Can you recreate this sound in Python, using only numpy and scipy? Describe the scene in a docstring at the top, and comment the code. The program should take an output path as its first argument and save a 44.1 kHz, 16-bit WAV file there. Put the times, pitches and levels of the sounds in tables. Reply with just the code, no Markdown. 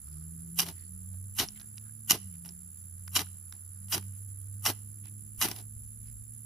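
"""Spark rod over a fire bowl in a meadow

In front of the microphones a knife spine is pushed seven times down a spark rod over a shallow steel bowl.
Each stroke bites, chatters and slides into the charcoal, as random chips that ring steel modes and hiss;
small ticks set the blade back. Pulsed tones are three insects nearby, filtered noise a far chorus,
soft rustles, road, meadow and breeze; gliding tones are a far vehicle pulling away and changing gear."""
import sys
import numpy as np
from scipy import signal
from scipy.fft import rfft, irfft, next_fast_len
from scipy.io import wavfile
from scipy.ndimage import uniform_filter1d

SR = 44100
rng = np.random.default_rng(int(sys.argv[2]) if len(sys.argv) > 2 else 0)


def bounce(signal):
    """Save signal as a 16-bit WAV file at the path given by the first command-line argument."""
    frames = np.transpose(np.atleast_2d(signal))
    limited = np.clip(frames, -1, 1)
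    pcm = np.round(limited * 32767).astype(np.int16)
    wavfile.write(sys.argv[1], SR, pcm)


N = 284445  # length in samples


def amp(db):
    """Gain of a level in dB."""
    return 10 ** (np.asarray(db) / 20)


def unit(x):
    """Scaled to rms 1."""
    return x / np.sqrt(np.mean(x ** 2) + 1e-20)


def in_time(rows):
    """Each column after the time in seconds, as a curve over all samples."""
    s, *columns = np.transpose(rows)
    return [np.interp(np.arange(N) / SR, s, column) for column in columns]


def filtered(x, order, hz, kind="low"):
    """Butterworth filter with its edge or edges in Hz."""
    return signal.sosfilt(signal.butter(order, hz, kind, fs=SR, output="sos"), x)


def coloured(x, spectrum):
    """Minimum-phase filter with the shape of the given spectrum: nothing sounds early."""
    size = next_fast_len(N + 8192)
    hz, db = np.transpose(spectrum)
    grid = np.maximum(np.arange(4097) * SR / 8192, 1)
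    log_gain = np.interp(np.log(grid), np.log(hz), db) * np.log(10) / 20
    # folding the cepstrum onto positive times gives the minimum phase
    cepstrum = irfft(log_gain)
    cepstrum[1:4096] *= 2
    cepstrum[4097:] = 0
    response = irfft(np.exp(rfft(cepstrum)))
    response = unit(response) / np.sqrt(8192)
    return irfft(rfft(x, size) * rfft(response, size), size)[..., :N]


def resonances(x, modes):
    """Parallel resonances, signs alternating; white noise of rms 1 comes out near rms 1."""
    out, power = 0, 0
    for k, (hz, width_hz, db) in enumerate(modes):
        r = np.exp(-np.pi * width_hz / SR)
        b = (1 - r * r) / 2 * np.array([1, 0, -1]) * amp(db) * (-1) ** k
        a = [1, -2 * r * np.cos(2 * np.pi * hz / SR), r * r]
        out = out + signal.lfilter(b, a, x)
        power += amp(db) ** 2 * np.pi * width_hz / SR
    return out / np.sqrt(power)


def drift(rate_hz):
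    """Random wander of spread 1: noise smoothed twice above the given rate."""
    r = np.exp(-2 * np.pi * rate_hz / SR)
    noise = rng.standard_normal(N + SR)
    return unit(signal.lfilter([1], [1, -2 * r, r * r], noise)[SR:])


def panned(pan_db):
    """Gains of the left and right microphone for a left-right level difference in dB."""
    return amp([[pan_db / 2], [-pan_db / 2]])


def placed(x, pan_db, lag):
    """Two microphones: left-right level in dB and samples by which the left one lags."""
    late = np.interp(np.arange(N) - abs(lag), np.arange(N), x)
    return np.array([late, x] if lag > 0 else [x, late]) * panned(pan_db)


# Breeze gusts at the microphones. Each row: middle in seconds, length in seconds, level in dB.
GUSTS = [(0, 1, -66), (1.17, 0.96, -59), (5.42, 0.35, -58), (6.002, 0.97, -56.5)]
CALM_DB = -70


def breeze():
    """Level of the breeze in dB: calm, with gusts that swell and sink."""
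    t = np.arange(N) / SR
    swells = [amp(db) * np.cos(np.pi * np.clip((t - s) / length, -.5, .5)) for s, length, db in GUSTS]
    return 20 * np.log10(amp(CALM_DB) + sum(swells))


# Levels of the surroundings. Each row: time in seconds, road in dB, meadow in dB.
AIR_LEVEL = [(0, -55.5, -75.5), (.5, -51.5, -75.5), (1, -55, -76.5), (2.5, -54.5, -76), (3.5, -57.5, -74),
             (4.5, -54, -76), (5.5, -54, -79), (6.45, -56, -80)]
# Colour of the far road. Each row: frequency in Hz, relative density in dB per Hz.
ROAD = [(20, -32), (40, -37), (60, -1), (85, -3.5), (110, -3.5), (140, -6), (190, -10), (260, -20),
        (350, -24.5), (500, -33.5), (900, -64)]
# Colour of grass and leaves. Each row: frequency in Hz, relative density in dB per Hz.
MEADOW = [(200, -13), (500, -3.5), (900, -4), (1400, 5), (2000, -3), (3000, -14.5), (4000, -13),
          (5000, -0.5), (6000, -22.5), (7500, -22.5)]


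def air():
    """Noise: road partly shared by both microphones, patchy meadow, low breeze mostly apart."""
    road_db, meadow_db = in_time(AIR_LEVEL)
    noise = rng.standard_normal((7, N))
    road = coloured(0.44 * noise[0] + 0.51 * noise[1:3], ROAD)
    low = filtered(noise[3:5], 2, 2200)
    high = noise[3:5] - low
    meadow = coloured(low * amp(0.57 * drift(3.3)) + high * amp(1.5 * drift(18)), MEADOW)
    # the reversed noise is a small part common to both microphones
    rumble = unit(filtered(0.38 * noise[0][::-1] + noise[5:], 2, [38, 70], "band"))
    return amp(road_db) * road + amp(meadow_db) * meadow + amp(breeze() + 1.9 * drift(5.8)) * rumble


# Far engine. Each row: time in seconds, firing rate in Hz, first order in dB, second order in dB,
# both before a small random waver.
ENGINE = [(0, 70.8, -60, -70), (.16, 77.14, -45.5, -46.5), (.3, 82, -46, -48), (.59, 84.36, -62.5, -46),
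          (.7, 85.3, -55.5, -49.5), (.76, 89.1, -49.5, -74), (.9, 90.74, -50.5, -53),
          (1.15, 92.8, -42.5, -56.5), (1.28, 97.7, -43, -62.5), (1.49, 103.6, -58.5, -59),
          (1.8, 105.8, -49, -63.5), (2.06, 109.6, -52.5, -62.5), (2.15, 102, -54, -56.5),
          (2.27, 93.5, -45.5, -52), (2.36, 84.1, -52.5, -51), (2.58, 87.6, -60, -55.5),
          (2.75, 90.5, -52.5, -63.5), (2.96, 91.1, -47.5, -64.5), (3.16, 92.6, -45, -57.5),
          (3.56, 93.2, -51.5, -69.5), (3.66, 93.5, -49, -86), (3.76, 95.25, -48.5, -62),
          (4.0, 96.8, -42.5, -53.5), (4.45, 99.2, -43.5, -81.5), (4.55, 99.9, -41.5, -60),
          (4.83, 102.1, -47.5, -65.5), (5.08, 103.1, -48, -61.5), (6.45, 112, -50, -66)]
# Its third order. Each row: time in seconds, level in dB before the waver.
THIRD_ORDER = [(0, -79), (.16, -70), (.45, -68.5), (.7, -85.5), (2.2, -86.5), (2.4, -72), (2.7, -94),
               (4.6, -78.5), (4.85, -77.5), (5.1, -72.5), (6.45, -96)]
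# Faint rising hum above it. Each row: time in seconds, frequency in Hz, peak level in dB.
WHINE = [(0, 335, -88), (.15, 342, -72), (.55, 358, -73.5), (1.2, 378, -83), (1.4, 385, -100)]


def engine():
    """The firing rate and its first orders, each wavering on its way over the field, and a faint hum."""
    hz, *orders_db = in_time(ENGINE) + in_time(THIRD_ORDER)
    turn = 2 * np.pi * np.cumsum(hz) / SR
    tones = []
    for order, db in enumerate(orders_db, start=1):
        level = np.sqrt(2) * amp(db + drift(6.13))
        tones.append(level * np.sin(order * turn + 0.25 * drift(9.8)))
    whine_hz, whine_db = in_time(WHINE)
    whine_turn = 2 * np.pi * np.cumsum(whine_hz) / SR
    tones.append(amp(whine_db) * np.sin(whine_turn + .3 * drift(8.6)))
    return placed(tones[0], -2.5, 0) + placed(sum(tones[1:]), 1.3, 0)


def wing_pulses(strokes, duty, hz, sweep_hz, jitter, skipped, uneven_db):
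    """One tone pulse a wing stroke: pitch bends through the pulse, some strokes stay silent."""
    which = np.floor(strokes + .5).astype(int) + 1
    luck = rng.random((which.max() + 1, 3))[which]  # chance of place, silence and level, per stroke
    place = (strokes + .5) % 1 - .5 + jitter * (luck[:, 0] - .5)
    shape = np.sqrt(np.clip(1 - (2 * place / duty) ** 2, 0, 1))
    shape *= amp(-6.0 * place / duty)   # struck hard at the start of the stroke, then fading
    pitch_hz = hz + sweep_hz * place / duty + 60.0 * drift(354)
    gain = (luck[:, 1] > skipped) * amp(uneven_db * (luck[:, 2] - .5))
    envelope = uniform_filter1d(shape * gain, size=24)
    return unit(envelope * np.sin(2 * np.pi * np.cumsum(pitch_hz) / SR))


# Low buzzer to the left. Each row: time in seconds, wing strokes done.
BUZZ = [(0, -.4), (1.5, 96.47), (2, 129.05), (3, 193.43), (3.5, 225.43), (5, 320.63), (6, 384.58),
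        (6.45, 413.3)]
# Chirper, about ten times a second. Each entry: middle of a chirp in seconds.
CHIRPS = [.045, .15, .242, .323, .417, .514, .69, .77, 0.859, .94, 1.04, 1.162, 1.263, 1.465, 1.571, 1.674,
          1.77, 1.861, 1.945, 2.036, 2.211, 2.302, 2.391, 2.474, 2.563, 2.685, 2.809, 2.94, 3.061, 3.293,
          3.464, 3.605, 3.726, 3.841, 4.157, 4.217, 4.315, 4.4, 4.513, 4.808, 4.914, 5.013, 5.114, 5.207,
          5.315, 5.6, 5.712, 5.791, 5.904, 5.989, 6.088, 6.192, 6.295, 6.375]
# Swell of the chirper. Each row: time in seconds, level in dB before the chance and final trim.
CHIRP_LEVEL = [(0, -59), (.45, -51.5), (1.1, -58), (1.9, -55.5), (2.7, -58), (3.5, -53), (4.9, -57),
               (6.45, -54.5)]
CHIRP_S, CHIRP_SPREAD_DB = 0.026, 1.5  # length of a chirp, chance in its level
# Colour of the far insects. Each row: frequency in Hz, relative density in dB per Hz.
CHORUS = [(5600, -36.5), (6400, -26), (7400, -13.5), (8000, -26.5), (8700, -36.5), (9200, -21), (9900, -10),
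          (10500, -13.5), (11400, -21.5), (13500, -23.5), (15400, -16), (15550, -34.5), (15900, -41.5)]
TRILL_PER_S, TRILL_START = 71.84, -.28  # wing strokes a second, strokes done at the start


def insects():
    """Nearby wing pulses: triller and chirper to the right, halting buzzer to the left; a far chorus."""
    t = np.arange(N) / SR
    strokes = TRILL_START + TRILL_PER_S * t
    trill = wing_pulses(strokes, duty=.48, hz=10920, sweep_hz=150,
                        jitter=.04, skipped=.006, uneven_db=2.5)
    partner = wing_pulses(strokes - .45, duty=0.67, hz=10040, sweep_hz=-100,
                          jitter=.05, skipped=0.067, uneven_db=6.0)
    trill = trill + amp(-17) * partner   # a lower, fainter partner pulse follows each pulse of the trill
    buzz = wing_pulses(in_time(BUZZ)[0], duty=.68, hz=7440, sweep_hz=-250,
                       jitter=.2, skipped=.07, uneven_db=4.0)
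    gate = np.zeros(N)
    for s, luck_db in zip(CHIRPS, rng.normal(0, CHIRP_SPREAD_DB, len(CHIRPS))):
        gate[round((s - CHIRP_S / 2) * SR):round((s + CHIRP_S / 2) * SR)] = amp(luck_db)
    gate = gate * amp(in_time(CHIRP_LEVEL)[0])
    chirp = gate * wing_pulses(128 * t, duty=0.73, hz=9900, sweep_hz=-100,
                               jitter=0.095, skipped=.02, uneven_db=4.0)
    flutter = amp(3.1 * np.array([drift(110), drift(130)]))
    chorus = coloured(rng.standard_normal((2, N)) * flutter, CHORUS)
    return (amp(-53 + 0.43 * drift(7.7)) * placed(trill, -12, 1.1)
            + amp(-64) * placed(buzz, 9.7, -1.5)
            + amp(-2.5) * placed(chirp, -10.5, .9)
            + amp(-57) * chorus * panned(-1))


# Dull bumps carried through the ground. Each row: start in seconds, level in dB before decay and lowpass.
BUMPS = [(5.381, -38), (5.45, -40), (5.761, -39), (5.855, -45)]
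BUMP_HZ, BUMP_WIDTH_HZ = 70, 26


def bumps():
    """Each bump is one soft low swing, a decaying sine."""
    t, out = np.arange(round(.08 * SR)) / SR, np.zeros(N)
    swing = np.exp(-np.pi * BUMP_WIDTH_HZ * t) * np.sin(2 * np.pi * BUMP_HZ * t)
    for s, db in BUMPS:
        out[round(s * SR):][:len(t)] += amp(db) * swing
    return filtered(out, 2, 150)


# Soft rustles between the strokes, and the fading tails of strokes. Each row: middle in seconds,
# length in seconds, frequency in Hz, width in Hz, level in dB before a random waver.
RUSTLES = [(0.145, 0.29, 1270, 250, -74.5), (0.146, 0.28, 4970, 1186, -72), (0.794, 0.15, 1920, 398, -68.5),
           (0.826, 0.17, 4500, 500, -74), (1.136, 0.042, 600, 484, -73), (1.57, 0.04, 2140, 179.3, -62),
           (1.571, 0.041, 3260, 600, -63), (4.773, 0.072, 2468, 2500, -87), (2.224, 0.052, 2500, 2540, -72),
           (1.603, 0.16, 1591, 300, -70.5), (1.865, 0.1, 1507, 300, -69.5),
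           (2.34, 0.062, 2130, 1210, -69.5), (4.149, 0.052, 2206, 1160, -69),
           (5.066, 0.078, 2480, 1189, -65.5), (6.081, 0.11, 2029, 1009, -73),
           (6.084, 0.12, 4930, 895, -75.5)]


def rustles():
    """Brief swells of noise, each in one band, between the strokes and as the fading tails of strokes."""
    out = np.zeros((2, N))
    for s, length, hz, width_hz, db in RUSTLES:
        at, size = round((s - length / 2) * SR), round(length * SR)
        swell = np.sqrt(np.hanning(size)) * amp(db + 3.6 * drift(60)[:size])
        band = resonances(rng.standard_normal((2, size)), [(hz, width_hz, 0)])
        out[:, max(at, 0):at + size] += (swell * band)[:, max(-at, 0):]
    return out


# Modes of blade and rod. Each row: frequency in Hz, width in Hz before it is broadened by a factor,
# relative level in dB.
STEEL = [(1240, 220, -5), (1480, 130, -6), (2010, 110, -5), (2430, 130, -9), (2880, 380, -1),
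         (3850, 250, -6), (4700, 500, -4), (5400, 400, 0), (7050, 550, -2), (9400, 350, -4),
         (11250, 600, 0), (12700, 400, -7), (14250, 500, -7)]


def steel_ring(chips, modes, wander_db):
    """Each mode resonates steeply; its share wanders as the edge travels along the rod."""
    out, power = 0, 0
    for hz, width_hz, db in modes:
        mode = [(hz, 1.5 * width_hz, 0)]
        once = resonances(chips * amp(wander_db * drift(20)), mode)
        twice = resonances(once, mode) * np.pi * width_hz / SR
        out = out + amp(db) * twice * np.sqrt(3)
        power += amp(db) ** 2 * np.pi * width_hz / SR
    return out / np.sqrt(power)


# Blade set back on the rod. Each row: time in seconds, strength in dB before the ring,
# modes under 2700 Hz in dB re the middle, modes over 8000 Hz in dB re the middle,
# left-right in dB (limited to 8 either way).
TICKS = [(1.487, -43.5, -9, -6, 3), (1.781, -40.5, -12, -14, -11.5), (2.4905, -45.5, -4, -6, -14),
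         (3.0795, -43.5, 3.5, -7, -10), (3.2679, -53, -1, -1, -1.0), (3.5248, -40.5, -5, -6, -9),
         (4.027, -57, 6, -5, -5),]


def ticks():
    """Single dry contacts: every steel mode is struck once, each with a strength of its own."""
    out, luck_db = np.zeros((2, N)), rng.normal(0, 2, (len(TICKS), len(STEEL)))
    s, peak_db, low_db, high_db, pan_db = np.transpose(TICKS)
    sides_db = np.clip(pan_db, -8, 8) * [[.5], [-.5]]
    for k, (hz, width_hz, db) in enumerate(STEEL):
        clicks = np.full((2, N), 1e-18)
        strength_db = peak_db + db + luck_db[:, k] + low_db * (hz < 2700) + high_db * (hz > 8000)
        clicks[:, (s * SR).astype(int)] = amp(strength_db + 11.5 + sides_db)
        out += steel_ring(clicks, [(hz, 2.0 * width_hz, 0)], wander_db=-4)   # the pressed blade is damped
    return out


# Strokes of the knife. Each row: time the edge digs in in seconds, lows in dB, push before it in seconds,
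# bite length in seconds, grit of the bite in dB, slide length in seconds, grit of the slide in dB,
# sag over the slide in dB, then thud, hiss and ring in dB added to the stage colours.
STROKES = [(.587, -3.5, 0.031, 0.017, -36, .027, -40, 0, -3.5, 0.5, 7),
           (1.386, -2.5, 0.038, 0.011, -34, .04, -31.5, 7.5, -3.5, -2, 2),
           (2.098, -4.5, 0.026, .021, -32.5, .037, -37.5, 5, 2.5, -1, 6),
           (3.153, 0.5, 0.039, 0.019, -36.5, 0.04, -39, -0.5, -3, -2, 8.5),
           (3.923, 0.5, 0.035, 0.026, -33.5, 0.035, -37.5, 12, 2, 0.5, -0.5),
           (4.653, 2, 0.035, 0.018, -36, 0.03, -36, -2.5, -1, 0.5, 5.5),
           (5.413, -0.5, 0.036, 0.02, -34, 0.02, -33.5, -2.5, -2.5, 0, 3.5)]
# Colour as push begins, push ends, bite begins, bite ends, slide begins, slide ends, blade is lifted.
# Each row: thud, hiss and ring in dB re grit, before the colour of the stroke.
STAGES = [(-8, 17, 3), (-27.5, 11, 4.5), (-21.5, -8.5, 4), (-10, -5.5, 8.5), (-2.5, 0.5, -4),
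          (2.5, -2.5, -6), (-2, 2, -38)]
PUSH_SWELL_DB, DIG_S, DIG_DB = 25, .002, 13.5   # the push swells, then the level jumps as the edge digs in
EASE_S, LIFT_OFF_S, LIFT_OFF_DB = 0.0052, 0.037, 30   # the bite eases into the slide; the blade lifts off
# Blade tip dragging through the charcoal. Each row: start in seconds, length in seconds, grit in dB,
# fall in dB.
DRAGS = [(0.659, 0.041, -51, 0.5), (1.596, .035, -74, 2), (2.447, 0.055, -65, 3), (3.526, 0.033, -72, -1),
         (5.045, .04, -77, 4), (5.485, 0.034, -48, 2.5), (5.53, 0.075, -62.5, -5.5)]
DRAG_THUD_DB, DRAG_HISS_DB, DRAG_RING_DB = 2.5, 1, -37   # re grit
DRAG_FADE_S, DRAG_TAIL_S, DRAG_TAIL_DB = 0.0086, .04, 25
# Edge catching on the rod, scuffs in the charcoal. Each row: time in seconds, nominal peak in dB,
# brightness in dB, left-right in dB (limited to 8 either way).
CATCHES = [(.5885, -13, 11, -12), (.5948, -3, -7, 11.5), (.598, -13, -12, 1), (0.6021, -8.5, -14, -5),
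           (.6173, -16, 7, -1), (.664, -22, 4, 1), (.6744, -42, -2, -2), (.6858, -21.5, 1, -9),
           (0.6877, -24, 3, 3), (.7024, -42, -2, 6), (1.3853, -15, -9, -2.5), (1.3983, -5.5, -22, 4.5),
           (1.4424, -29, -6, -2), (1.5975, -32.5, 4, -2), (1.604, -38, 14, -3), (1.6126, -34, -4, -5),
           (1.7742, -37.5, 9.5, 2.5), (2.0815, -43.5, 0, 1), (2.0975, -10, 5, 1), (2.1052, -4, 6, -3),
           (2.1075, 2.5, 2, -4), (2.108, -2.5, 3, -3.5), (2.1128, -18.5, 6, 0.5), (2.1158, -13.5, 8.5, 1.5),
           (2.1736, -37, 2, 10), (2.4485, -36, 4, 0), (2.4577, -33.5, 17, -5), (2.462, -35, 1, 0),
           (3.0759, -34.5, 10, 15.5), (3.1612, -3, -6, 3), (3.165, -4, -5, 1), (3.1695, -16, 0, -5),
           (3.1912, -8, -13, -2.5), (3.2157, -26, 13, 6), (3.8834, -37, -10, 1), (3.924, -19, -11, 1),
           (3.9784, -16, 5, 1.5), (4.6368, -44, 0, -4.5), (4.6612, 0.5, -5.5, -3), (4.664, -12, 0, -2.5),
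           (5.0464, -53.5, 4, -12), (5.056, -36.5, -13, -7), (5.0807, -50, 3, -5), (5.3956, -38, 6, 3),
           (5.4138, -7, 0, -1), (5.4232, -5, 6, -3), (5.4534, -25, 3, 2.5), (5.4754, -20, 0, 8),
           (5.4844, -16.5, 8.5, -4), (5.5132, -13.5, 1, 3), (5.5303, -42, -5, -10), (5.5614, -24, 7, -4),
           (5.5867, -30, 8, 12), (5.6037, -47, -6, .5)]
CATCH_RISE_S, CATCH_T60_S = .0006, .016
CATCH_THUD_DB, CATCH_HISS_DB, CATCH_RING_DB = -15, -5, -1   # re grit, before brightness
RING_BRIGHT_SHARE = .4   # how far the ring follows the brightness of a catch


def contact():
    """Envelopes of grit, thud, hiss and ring from strokes, drags and catches, and the side they come from."""
    level, pan_db = np.zeros((4, N)), np.full(N, -1.5)  # level holds power until the end
    shapes = []
    for s, _, push, bite, bite_db, slide, slide_db, sag_db, *colour_db in STROKES:
        end = bite + slide
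        times = s + np.array([-push, -DIG_S, 0, bite, bite + EASE_S, end, end + LIFT_OFF_S])
        push_db, end_db = bite_db - DIG_DB, slide_db - sag_db
        grit_db = [push_db - PUSH_SWELL_DB, push_db, bite_db, bite_db,
                   slide_db, end_db, end_db - LIFT_OFF_DB]
        shapes.append(np.column_stack([times, grit_db, np.add(STAGES, colour_db)]))
    for s, length, db, fall_db in DRAGS:
        times = [s - DRAG_FADE_S, s, s + length, s + length + DRAG_TAIL_S]
        grit_db = [db - 23, db, db - fall_db, db - fall_db - DRAG_TAIL_DB]
        shapes.append([(t, g, DRAG_THUD_DB, DRAG_HISS_DB, DRAG_RING_DB) for t, g in zip(times, grit_db)])
    for shape in shapes:
        grit_db, *others_db = in_time(shape)
        on = slice(round(shape[0][0] * SR), round(shape[-1][0] * SR))
        level[:, on] += amp([grit_db[on]] + [grit_db[on] + db[on] for db in others_db]) ** 2
    t = np.arange(round(.08 * SR)) / SR
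    for s, peak_db, bright_db, side_db in CATCHES:
        at = round(s * SR)
        # a burst of chips peaks well above its mean level
        rise = 1 - np.exp(-(t / CATCH_RISE_S) ** 2)
        shape = rise * amp(peak_db - 15 - 60 * t / CATCH_T60_S)
        ring_db = CATCH_RING_DB + RING_BRIGHT_SHARE * bright_db
        colour = amp([[0], [CATCH_THUD_DB], [CATCH_HISS_DB + bright_db], [ring_db]])
        level[:, at:at + len(t)] += (shape * colour) ** 2
        pan_db[at:at + round(CATCH_T60_S / 3 * SR)] = np.clip(side_db, -8, 8)
    return np.sqrt(level), uniform_filter1d(pan_db, size=64)


# Colour of the direct grit. Each row: frequency in Hz, relative density in dB per Hz.
GRIT = [(290, -41.5), (500, -20), (775, 4), (1300, 0.5), (1470, 3.5), (2340, 0.5), (5550, 3.5),
        (8720, -17.5), (12000, -3.5), (15600, -29.5), (22000, -120)]
# Modes of hand and bowl. Each row: frequency in Hz, width in Hz, relative level in dB.
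THUD = [(269.2, 67, -0.5), (432, 100, -0.5), (650, 230, -2), (886, 450, -5), (145.4, 114, 2.5)]
LOWS_HZ = 2300   # grip and blade angle set each stroke's level below this


def knife():
    """Dense uneven chip clicks sound directly, ring the steel, jolt hand and bowl and hiss as sparks."""
    (grit, thud, hiss, ring), pan_db = contact()
    sizes_db = 4.2 * np.minimum(rng.exponential(1, (4, N)), 4)
    torn = rng.random((4, N)) < 14000 / SR  # chips a second
    chips = torn * amp(sizes_db) * rng.choice([-1, 1], (4, N))
    chips = chips / chips.std() * amp(0.47 * drift(300)) + 1e-18   # the edge chatters
    # the bowl scatters the treble, so part of it differs between the microphones
    at_mics = chips[0] + filtered(chips[2:], 2, 1700, "high")
    direct = amp(-1) * coloured(grit * at_mics, GRIT)
    rung = amp(-6) * steel_ring(ring * at_mics, STEEL, wander_db=1.5)
    jolt = resonances(thud * chips[1], THUD)
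    sparks = amp(5.5) * filtered(hiss * chips[2:], 2, 9000, "high")
    # light fast contact sings in the high modes alone
    singing = amp(-6) * steel_ring(hiss * at_mics, STEEL[9:], wander_db=1.5)
    lows_db, = in_time([stroke[:2] for stroke in STROKES])
    lows = (amp(lows_db) - 1) * filtered(direct + rung, 2, LOWS_HZ)
    return (direct + rung + lows + jolt + sparks + singing) * amp([pan_db / 2, -pan_db / 2])


def afterglow(x, level_db, t60):
    """Bowl, ground and grass return each contact as a faint dull tail of decaying noise."""
    t = np.arange(round(.4 * SR)) / SR
    decay = amp(level_db - 60 * t / t60) * (t > .006)
    tail = rng.standard_normal((2, len(t))) * decay / np.sqrt(len(t))
    tail = filtered(tail, 1, [700, 6000], "band")
    return signal.fftconvolve(x, tail, axes=1)[:, :N]


def scene():
    """Engine and air far off, insects around, knife in front."""
    steel = ticks() + knife()
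    near = bumps() + rustles() + steel + afterglow(steel, level_db=-12, t60=0.41)
    return air() + engine() + insects() + near


CUTOFF_HZ = 15950


def record(dry):
    """The highest peaks are rounded, the top is cut steeply."""
    ceiling = .75
    rounded = ceiling * np.tanh(dry / ceiling)
    return signal.sosfilt(signal.cheby2(20, 80, CUTOFF_HZ, fs=SR, output="sos"), rounded)


dry = scene()
out = record(dry)
bounce(out)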